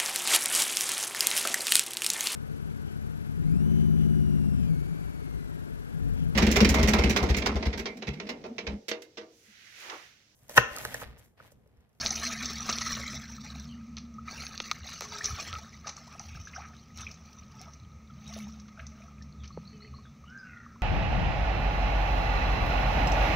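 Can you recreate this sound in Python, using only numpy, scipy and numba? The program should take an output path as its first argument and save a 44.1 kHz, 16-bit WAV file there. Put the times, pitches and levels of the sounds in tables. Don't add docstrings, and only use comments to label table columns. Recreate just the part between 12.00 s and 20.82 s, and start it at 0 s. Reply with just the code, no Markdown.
import sys
import numpy as np
from scipy import signal
from scipy.fft import rfft, irfft
from scipy.io import wavfile
from scipy.ndimage import uniform_filter1d, map_coordinates
from numba import njit

SR = 44100
rng = np.random.default_rng(int(sys.argv[2]) if len(sys.argv) > 2 else 0)


def wrap_up_sound(samples):
    columns = np.atleast_2d(samples).T
    tamed = np.clip(columns, -1, 1)
    steps = np.round(tamed * 32767).astype(np.int16)
    wavfile.write(sys.argv[1], SR, steps)


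N = 388962
T = np.arange(N) / SR

# frequency in Hz, density in dB.
AIR_SPECTRUM = [(25, -17), (45, -11.5), (75, -7), (110, -5), (230, -7), (320, -20), (700, -24), (1130, -27),
                (1260, -20), (1400, -30), (2200, -24.5), (6000, -35), (9000, -29.5)]
# frequency in Hz, gain in dB.
PORT_RESPONSE = [(550, 1.5), (1050, 0), (1260, 12), (1480, -2.5), (2350, 2), (3100, -7), (4150, 1),
                 (4900, -2.5), (5850, 8.5), (6300, 7.5), (6750, -6.5), (7400, -7.5), (8600, -20.5),
                 (10600, -19.5), (13500, -26), (15100, -13)]
# centre in seconds, level in dB, half width in seconds.
WIND_GUSTS = [(2.83, -46.5, 0.035), (3.322, -34.5, 0.045), (3.563, -44.5, 0.064), (4.375, -40, 0.08),
              (5.026, -47, 0.12), (5.88, -46.5, 0.08)]
# frequency in Hz, level in dB, decay in ms.
CASE_MODES = [(167, -38, 29), (480, -22, 1.8), (810, -35.5, 2.9)]
# time in seconds, firing rate in Hz, level in dB.
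ENGINE_TRACK = [(0, 71.15, -49.5), (1.3, 69.7, -48.5), (1.8, 69.5, -48.5), (3.1, 71.52, -59.5),
                (5.0, 75.45, -54), (5.6, 71.8, -56.5), (7.6, 69.63, -48.5), (8.4, 70.3, -56.5),
                (8.8, 67.9, -67)]
# centre in seconds, level in dB, half width in seconds.
ENGINE_SWELLS = [(6.43, -46, 0.16)]
# time in seconds, level in dB.
DRONE_TRACK = [(0, -51.5), (.25, -43.5), (1.5, -47.5), (2.15, -44.5), (2.6, -57), (4.1, -75), (7.1, -64),
               (8.8, -57.5)]
# start in seconds, length in seconds, level in dB.
HORN_BLASTS = [(3.026, 0.22, -56.5), (7.724, 0.16, -63)]
# start in seconds, level in dB.
BIRD_CHIPS = [(4.77, -68), (7.51, -67), (7.652, -59.5), (7.803, -58), (7.938, -63)]
# start in seconds, length in seconds, start pitch in Hz, level in dB,
# glide as a share of start pitch.
BIRD_NOTES = [(1.68, 0.062, 3250, -63, -0.14), (7.386, 0.05, 3780, -66, -0.17),
              (8.034, 0.034, 3900, -69, -0.14), (8.252, .04, 2860, -64, 0.039), (8.38, 0.03, 5030, -59, 0),
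              (8.44, 0.11, 2680, -66.5, -0.079), (8.45, 0.27, 2100, -63, -0.2)]
# centre in seconds, level in dB, half width in seconds.
FOAM_SPURTS = [(.2, -37.5, 0.2), (.8, -39, 0.16), (2.43, -41.5, 0.065), (2.89, -48, 0.021),
               (3.27, -36, 0.038), (3.44, -43, 0.033), (4.22, -59, 0.13), (5.01, -47, 0.014),
               (6.38, -44, 0.048)]
# start in seconds, level in dB, start pitch in Hz.
PLOP_BUBBLES = [(0.687, -25, 1156), (0.863, -26.5, 1180), (2.183, -33, 1170), (2.283, -24.5, 2250),
                (2.715, -35, 1270), (3.209, -16.5, 1710), (3.529, -31.5, 1214), (4.076, -38, 890),
                (4.15, -39, 643), (4.2, -34, 723), (4.35, -33, 1500), (4.371, -39, 1230),
                (4.472, -25.5, 1540), (4.562, -22, 1440), (4.579, -25.5, 686), (5.067, -18.5, 2390),
                (6.775, -34, 1380), (6.794, -27.5, 1490), (7.443, -29, 2900), (7.822, -39, 1960),
                (7.847, -35, 1910)]
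# start in seconds, level in dB, pitch in Hz.
DROP_SNAPS = [(0.0618, -10, 4100), (2.467, -24.5, 4450), (2.578, -23, 4300), (2.602, -16.5, 3200),
              (2.714, -11, 3800), (2.715, -14, 12000), (3.008, -9, 12200), (3.529, -22, 3220),
              (3.553, -28.5, 2800), (4.975, -20, 10500), (5.615, -21, 10500)]
# start in seconds, level in dB, middle pitch in Hz.
DROPLET_CLUSTERS = [(.058, -35, 5430), (.068, -10, 5400), (.106, -12, 5460), (.157, -15.5, 6160),
                    (.267, -23, 6200), (.456, -15, 5960), (.726, -14, 3900), (.784, -15, 4100),
                    (.951, -18.5, 3940), (1.968, -25.5, 4170), (1.974, -26.5, 2810), (1.982, -26, 4440),
                    (3.243, -12, 5460), (3.253, -15, 6000), (3.257, -16, 6060), (3.4, -25, 5850),
                    (3.966, -27, 6400), (4.195, -24, 6200), (5.113, -29.5, 5450), (5.141, -32, 5600),
                    (5.735, -35.5, 5470), (6.277, -26.5, 8800), (6.338, -26.5, 4670), (6.388, -19, 10300),
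                    (6.598, -35, 5840), (6.867, -29.5, 6040)]
# start in seconds, level in dB, length in seconds, low and high edge in Hz.
WATER_SHEETS = [(0.694, -25, 0.0045, 300, 7350), (0.809, -33, 0.012, 1020, 6700),
                (0.86, -37, 0.0089, 1150, 7500), (3.016, -41.5, 0.038, 393, 15100),
                (3.869, -39, 0.011, 480, 7400), (3.889, -38, 0.0074, 484, 7300),
                (3.969, -53.5, 0.014, 870, 1780), (4.112, -57, .018, 900, 2900),
                (4.195, -51.5, 0.0071, 700, 2850), (4.284, -59.5, 0.094, 2180, 2760),
                (4.474, -53, 0.013, 1520, 6600), (4.532, -47.5, 0.011, 1900, 2800),
                (4.549, -52, 0.017, 4930, 6100), (4.618, -53.5, 0.042, 1280, 2620),
                (6.682, -54.5, 0.0065, 1160, 4760), (6.792, -48, 0.011, 1800, 3200),
                (7.221, -54, 0.0051, 3230, 5840), (7.434, -54, 0.027, 1280, 5100),
                (7.475, -51, 0.0034, 3680, 6300)]
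# start in seconds, level in dB, body pitch in Hz.
FLAT_BLOWS = [(.692, -19.5, 426), (2.603, -24.5, 378), (2.714, -17.5, 1000), (3.009, -25.5, 510),
              (3.021, -27.5, 405)]
# time in seconds, first resonance in Hz, mirrored share.
SURFACE_COMB = [(0, 2270, 0.16), (.55, 1930, 0.16), (.8, 1930, 0.083), (1.1, 1810, 0.46), (1.6, 2050, 0.21),
                (2.3, 2170, 0.25), (2.75, 2190, 0.25), (3.05, 2050, 0.088), (3.6, 1900, 0.1),
                (4.3, 2960, 0.39)]
# frequency in Hz, gain in dB.
SPRAY_RESPONSE = [(1200, -2), (2000, -3.5), (3200, 2), (4500, 4.5), (6200, 0), (9000, 2.5), (15000, 3)]
# crest in seconds, spray and gurgle level in dB, build and settle in seconds.
FISH_STROKES = [(.03, -34.5, -43.5, 0.15, 0.08), (.28, -34.5, -46.5, 0.17, 0.32),
                (.45, -54, -51, 0.036, 0.067), (.71, -34, -44.5, 0.086, 0.13),
                (0.879, -34, -49, 0.021, 0.22), (1.12, -45.5, -53, 0.07, 0.16),
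                (1.452, -46, -52, 0.012, 0.06), (1.581, -48.5, -55, 0.077, 0.091),
                (2.291, -44, -47.5, 0.024, 0.21), (2.42, -44, -62, 0.085, 0.19),
                (2.66, -43.5, -55, 0.024, 0.17), (2.89, -41, -61, 0.043, 0.13),
                (3.14, -43, -49.5, 0.075, 0.28), (3.253, -37, -55, 0.0091, 0.088),
                (3.4, -40, -47, 0.06, 0.11), (3.56, -49, -52.5, 0.021, 0.086),
                (3.74, -51, -77, 0.013, 0.035), (3.885, -48.5, -48, 0.04, 0.028),
                (3.98, -54, -57, 0.031, 0.1), (4.14, -54, -55, 0.093, .08), (4.3, -53, -69, 0.2, 0.39),
                (4.61, -57.5, -48.5, 0.078, 0.071), (5.009, -45, -54, 0.046, 0.086),
                (5.312, -59, -62, 0.12, 0.18), (5.61, -55.5, -54, 0.089, 0.11),
                (6.38, -49.5, -54, 0.15, 0.13), (6.82, -62.5, -57, 0.072, 0.081),
                (7.02, -63, -59, 0.12, 0.11), (7.64, -66.5, -69, 0.094, 0.18)]


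def undb(db):
    return 10 ** (np.asarray(db) / 20)


def unit(x):
    return x / np.sqrt(np.mean(x ** 2))


def add(out, start_s, sound):
    first = int(start_s * SR)
    out[first:first + len(sound)] += sound[:N - first]


def curves(table):
    times_s, *columns = np.transpose(table)
    return [np.interp(T, times_s, column) for column in columns]


def humps(table):
    return sum(undb(db) * np.exp(-((T - centre_s) / width_s) ** 2) for centre_s, db, width_s in table)


def walk(rate_hz):
    steps = rng.standard_normal(4096)
    return np.sqrt(1.5) * np.interp(T * rate_hz, np.arange(len(steps)), steps)


def colour(x, response, size=8192):
    hz, db = np.transpose(response)
    grid_hz = np.maximum(np.arange(size // 2 + 1) * SR / size, 1)
    gain = undb(np.interp(np.log(grid_hz), np.log(hz), db))
    cepstrum = irfft(np.log(gain))
    cepstrum[1:size // 2] *= 2
    cepstrum[size // 2 + 1:] = 0
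    return signal.fftconvolve(x, irfft(np.exp(rfft(cepstrum))))[:N]


def noise(spectrum):
    return unit(colour(rng.standard_normal(N), spectrum))


@njit
def ring(start_s, gain, hz, decay_s, rise, swell):
    out = np.zeros(N)
    for k in range(len(start_s)):
        first = int(start_s[k] * SR)
        for i in range(max(first, 0), min(first + int(6 * decay_s[k] * SR), N)):
            t = (i - first) / SR
            age = t / decay_s[k]
            envelope = gain[k] * np.exp(-age) * (1 - np.exp(-age / swell))
            out[i] += envelope * np.sin(2 * np.pi * hz[k] * t * (1 + rise[k] * age / 2))
    return out


def swarm(count, low_hz, high_hz, cycles, spread_db, rise=0.0, swell=0.5):
    when, pitch, strength, damping = rng.random((count, 4)).T
    hz = np.minimum(low_hz * (high_hz / low_hz) ** pitch, SR / 3)
    gain = undb(-spread_db * np.log(1 - 0.99 * strength)) * (-1) ** np.arange(count)
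    decay_s = cycles * 2 ** (3 * damping - 1.5) / hz
    bubbles = ring(when * N / SR, gain, hz, decay_s, np.full(count, rise), swell)
    return bubbles / np.sqrt(uniform_filter1d(bubbles ** 2, size=4000) + 1e-6)


def echo(x, t60_s, wet_db):
    t = T[:SR]
    tail = rng.standard_normal(SR) * undb(-60 * t / t60_s) * (t > 0.004)
    return x + undb(wet_db) * signal.fftconvolve(x, tail / np.sqrt(np.sum(tail ** 2)))[:N]


def air(level_db=-56):
    return undb(level_db) * unit(colour(noise(AIR_SPECTRUM), PORT_RESPONSE))


def wind():
    eddies = undb(-61 + 4 * walk(9)) * noise([(30, -30), (70, 0), (200, 0), (900, -80)])
    rumble = noise([(25, -50), (55, -6.5), (85, 5), (130, -8), (250, -36), (800, -81)])
    return eddies + humps(WIND_GUSTS) * rumble


def finger_bump(start_s=7.575):
    hz, db, decay_ms = np.array(CASE_MODES, float).T.copy()
    return ring(np.full(len(hz), start_s), undb(db), hz, decay_ms / 1000, np.zeros(len(hz)), swell=0.25)


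def engines(beat_hz=3.9, in_step_s=5.8, twin_db=-4):
    firing_hz, db = curves(ENGINE_TRACK)
    phase = 2 * np.pi * np.cumsum(firing_hz) / SR
    twin_phase = phase + 2 * np.pi * beat_hz * (T - in_step_s) + 2.76 * walk(3.7)
    hum_gain = undb(db + 0.65 + 3.2 * walk(22))
    fundamentals = np.sin(phase) + undb(twin_db) * np.sin(twin_phase)
    second = undb(-4.5 + 2.4 * walk(16)) * np.sin(2 * phase + 2.75 * walk(22))
    third_gain = (undb(db - 6) + humps(ENGINE_SWELLS)) * undb(3.5 + 2 * walk(22))
    third = np.sin(3 * phase + 1.25 * walk(25))
    return hum_gain * (fundamentals + second) + third_gain * third


def drone(hz=230.7):
    db, = curves(DRONE_TRACK)
    return undb(db + 1.5 + 2 * walk(22)) * np.sin(2 * np.pi * hz * T + 1.35 * walk(24))


def horn(hz=422, attack_s=0.0092, release_s=0.19):
    gate = np.zeros(N)
    for start_s, length_s, db in HORN_BLASTS:
        corners_s = start_s + np.array([0, attack_s, length_s, length_s + release_s])
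        gate += undb(db) * np.interp(T, corners_s, [0, 1, 1, 0])
    phase = 2 * np.pi * hz * T + 0.81 * walk(38)
    tone = np.sin(phase) + undb(-11) * (np.sin(6 * phase) + np.sin(7 * phase))
    return gate * undb(1.5 + 2.4 * walk(33)) * tone


def bird_note(start_s, length_s, hz, db, glide):
    progress = np.clip((T - start_s) / length_s, 0, 1)
    envelope = np.sqrt(4 * progress * (1 - progress))
    turns = hz * length_s * progress * (1 + glide * progress / 2)
    return undb(db) * envelope * np.sin(2 * np.pi * turns)


def bird_whistle(start_s=8.265, rise_s=0.11, sag_s=0.36, fade_db_per_s=36.5):
    start_hz, top_hz, end_hz = 1330, 1585, 1184
    age_s = np.maximum(T - start_s, 0)
    climb = np.sin(np.pi / 2 * np.minimum(age_s / rise_s, 1))
    past_top_s = np.maximum(age_s - rise_s, 0)
    sag_hz = (top_hz - end_hz) * (1 - np.exp(-past_top_s / sag_s))
    hz = start_hz + (top_hz - start_hz) * climb - sag_hz
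    return climb * undb(-46 - fade_db_per_s * past_top_s) * np.sin(2 * np.pi * np.cumsum(hz) / SR)


def birds():
    notes = sum(bird_note(*row) for row in BIRD_NOTES)
    chips = sum(bird_note(s, length_s=0.037, hz=4030, db=db, glide=0.125) for s, db in BIRD_CHIPS)
    fray = walk(350)
    far = echo((notes + chips) * (0.5 + fray), t60_s=0.3, wet_db=-2)
    near = echo(bird_whistle() * (1 + 0.5 * fray), t60_s=0.85, wet_db=-9.5)
    return near + undb(4.5) * far


def drips(count=130, span_s=9.3):
    when, pitch, strength = rng.random((count, 3)).T
    hz = 1000 * 7 ** pitch
    return ring(when * span_s, undb(-49 + 10 * strength), hz, 4 / hz, np.zeros(count), swell=0.71)


def foam():
    return humps(FOAM_SPURTS) * swarm(5000, low_hz=9300, high_hz=11600, cycles=7, spread_db=6)


def plops(decay_cycles=5.7, rise_per_s=16):
    start_s, db, hz = np.array(PLOP_BUBBLES).T.copy()
    decay_s = decay_cycles / hz
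    return ring(start_s, undb(db - 4), hz, decay_s, rise_per_s * decay_s, swell=0.48)


def drops(decay_cycles=1):
    start_s, db, hz = np.array(DROP_SNAPS).T.copy()
    return ring(start_s, undb(db + 10.5), hz, decay_cycles / hz, np.zeros(len(hz)), swell=0.51)


def spatters(count=16, scatter_s=0.0024, spread_octaves=0.24, decay_cycles=0.86):
    start_s, db, middle_hz = np.repeat(DROPLET_CLUSTERS, count, axis=0).T
    late, pitch = rng.random((len(start_s), 2)).T
    landing_s = start_s - scatter_s * np.log(1 - late)
    hz = np.minimum(middle_hz * 2 ** (spread_octaves * (2 * pitch - 1)), SR / 3)
    return ring(landing_s, undb(db - 4.5), hz, decay_cycles / hz, np.zeros(len(hz)), swell=0.45)


def slaps(onset_s=0.0021, release_s=0.0042):
    out = np.zeros(N)
    t = T[:SR // 10]
    for start_s, db, length_s, low_hz, high_hz in WATER_SHEETS:
        grain = rng.standard_normal(len(t)) * undb(0.9 * walk(430)[:len(t)])
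        band = signal.butter(3, [low_hz, high_hz], btype="band", fs=SR, output="sos")
        envelope = np.minimum(t / onset_s, 1) * np.exp(-np.maximum(t - length_s, 0) / release_s)
        add(out, start_s, undb(db) * envelope * unit(signal.sosfilt(band, grain)))
    return out


def smacks(crack_hz=7000, fall_s=0.0005, decay_s=0.0016):
    out = np.zeros(N)
    t = T[:SR // 20]
    for start_s, db, body_hz in FLAT_BLOWS:
        turns = body_hz * t + (crack_hz - body_hz) * fall_s * (1 - np.exp(-t / fall_s))
        add(out, start_s, undb(db) * np.exp(-t / decay_s) * np.sin(2 * np.pi * turns))
    return out


def surface_reflection(x):
    comb_hz, share = curves(SURFACE_COMB)
    mirrored = map_coordinates(x, [np.arange(N) - SR / comb_hz], order=3)
    return (x + share * mirrored) / np.sqrt(1 + share ** 2)


def ripples(x, depth_db=4):
    bands = signal.stft(x, nperseg=512)[2]
    patches = uniform_filter1d(rng.standard_normal(bands.shape), size=3, axis=0)
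    patches = uniform_filter1d(patches, size=7, axis=1)
    scattered = signal.istft(bands * undb(depth_db * unit(patches)))[1][:N]
    return np.std(x) * unit(scattered)


def strokes():
    spray, gurgle = np.zeros(N), np.zeros(N)
    for crest_s, spray_db, gurgle_db, build_s, settle_s in FISH_STROKES:
        t = T - crest_s
        power = np.exp(-2 * np.where(t < 0, (t / build_s) ** 2, t / settle_s))
        spray += undb(spray_db) ** 2 * power
        gurgle += undb(gurgle_db) ** 2 * power
    return np.sqrt(spray), np.sqrt(gurgle)


def churn():
    spray_gain, gurgle_gain = strokes()
    crackle = swarm(24000, low_hz=1446, high_hz=7900, cycles=1.5, spread_db=5, swell=0.69)
    fizz = swarm(3000, low_hz=1700, high_hz=7000, cycles=4, spread_db=3, rise=0.012)
    mist = swarm(600, low_hz=7500, high_hz=16000, cycles=3, spread_db=4)
    hiss = undb(4.5 * walk(150)) * rng.standard_normal(N)
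    spray = unit(colour(crackle + undb(-4) * fizz + hiss + undb(-5.5) * mist, SPRAY_RESPONSE))
    gurgle = swarm(4000, low_hz=586.6, high_hz=2250, cycles=4.7, spread_db=6.5, rise=0.042, swell=0.25)
    wash = undb(-3) * noise([(100, -6), (350, -4.5), (900, 5), (1600, 16.5), (3500, -43)])
    slosh = undb(0.8 * walk(28))
    return slosh * (undb(1.35) * spray_gain * spray + undb(-3.5) * gurgle_gain * (gurgle + wash))


def scene():
    stirred = ripples(surface_reflection(churn()))
    water = echo(stirred + drips() + foam(), t60_s=0.043, wet_db=-12.5)
    water += echo(plops() + slaps() + spatters(), t60_s=0.28, wet_db=-9)
    water += echo(drops() + smacks(), t60_s=0.017, wet_db=-12.5)
    background = engines() + drone() + horn() + birds() + finger_bump() + wind() + air()
    mid = colour(water, PORT_RESPONSE) + background
    returns = echo(mid, t60_s=0.0085, wet_db=-29) - mid
    side = undb(-45) * returns + undb(-82.5) * noise(AIR_SPECTRUM)
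    return np.array([mid + side, mid - side])


def record(dry):
    cutoff_hz = 15600
    return signal.sosfilt(signal.ellip(10, 0.2, 80, cutoff_hz, fs=SR, output="sos"), dry)


dry = scene()
out = record(dry)
wrap_up_sound(out)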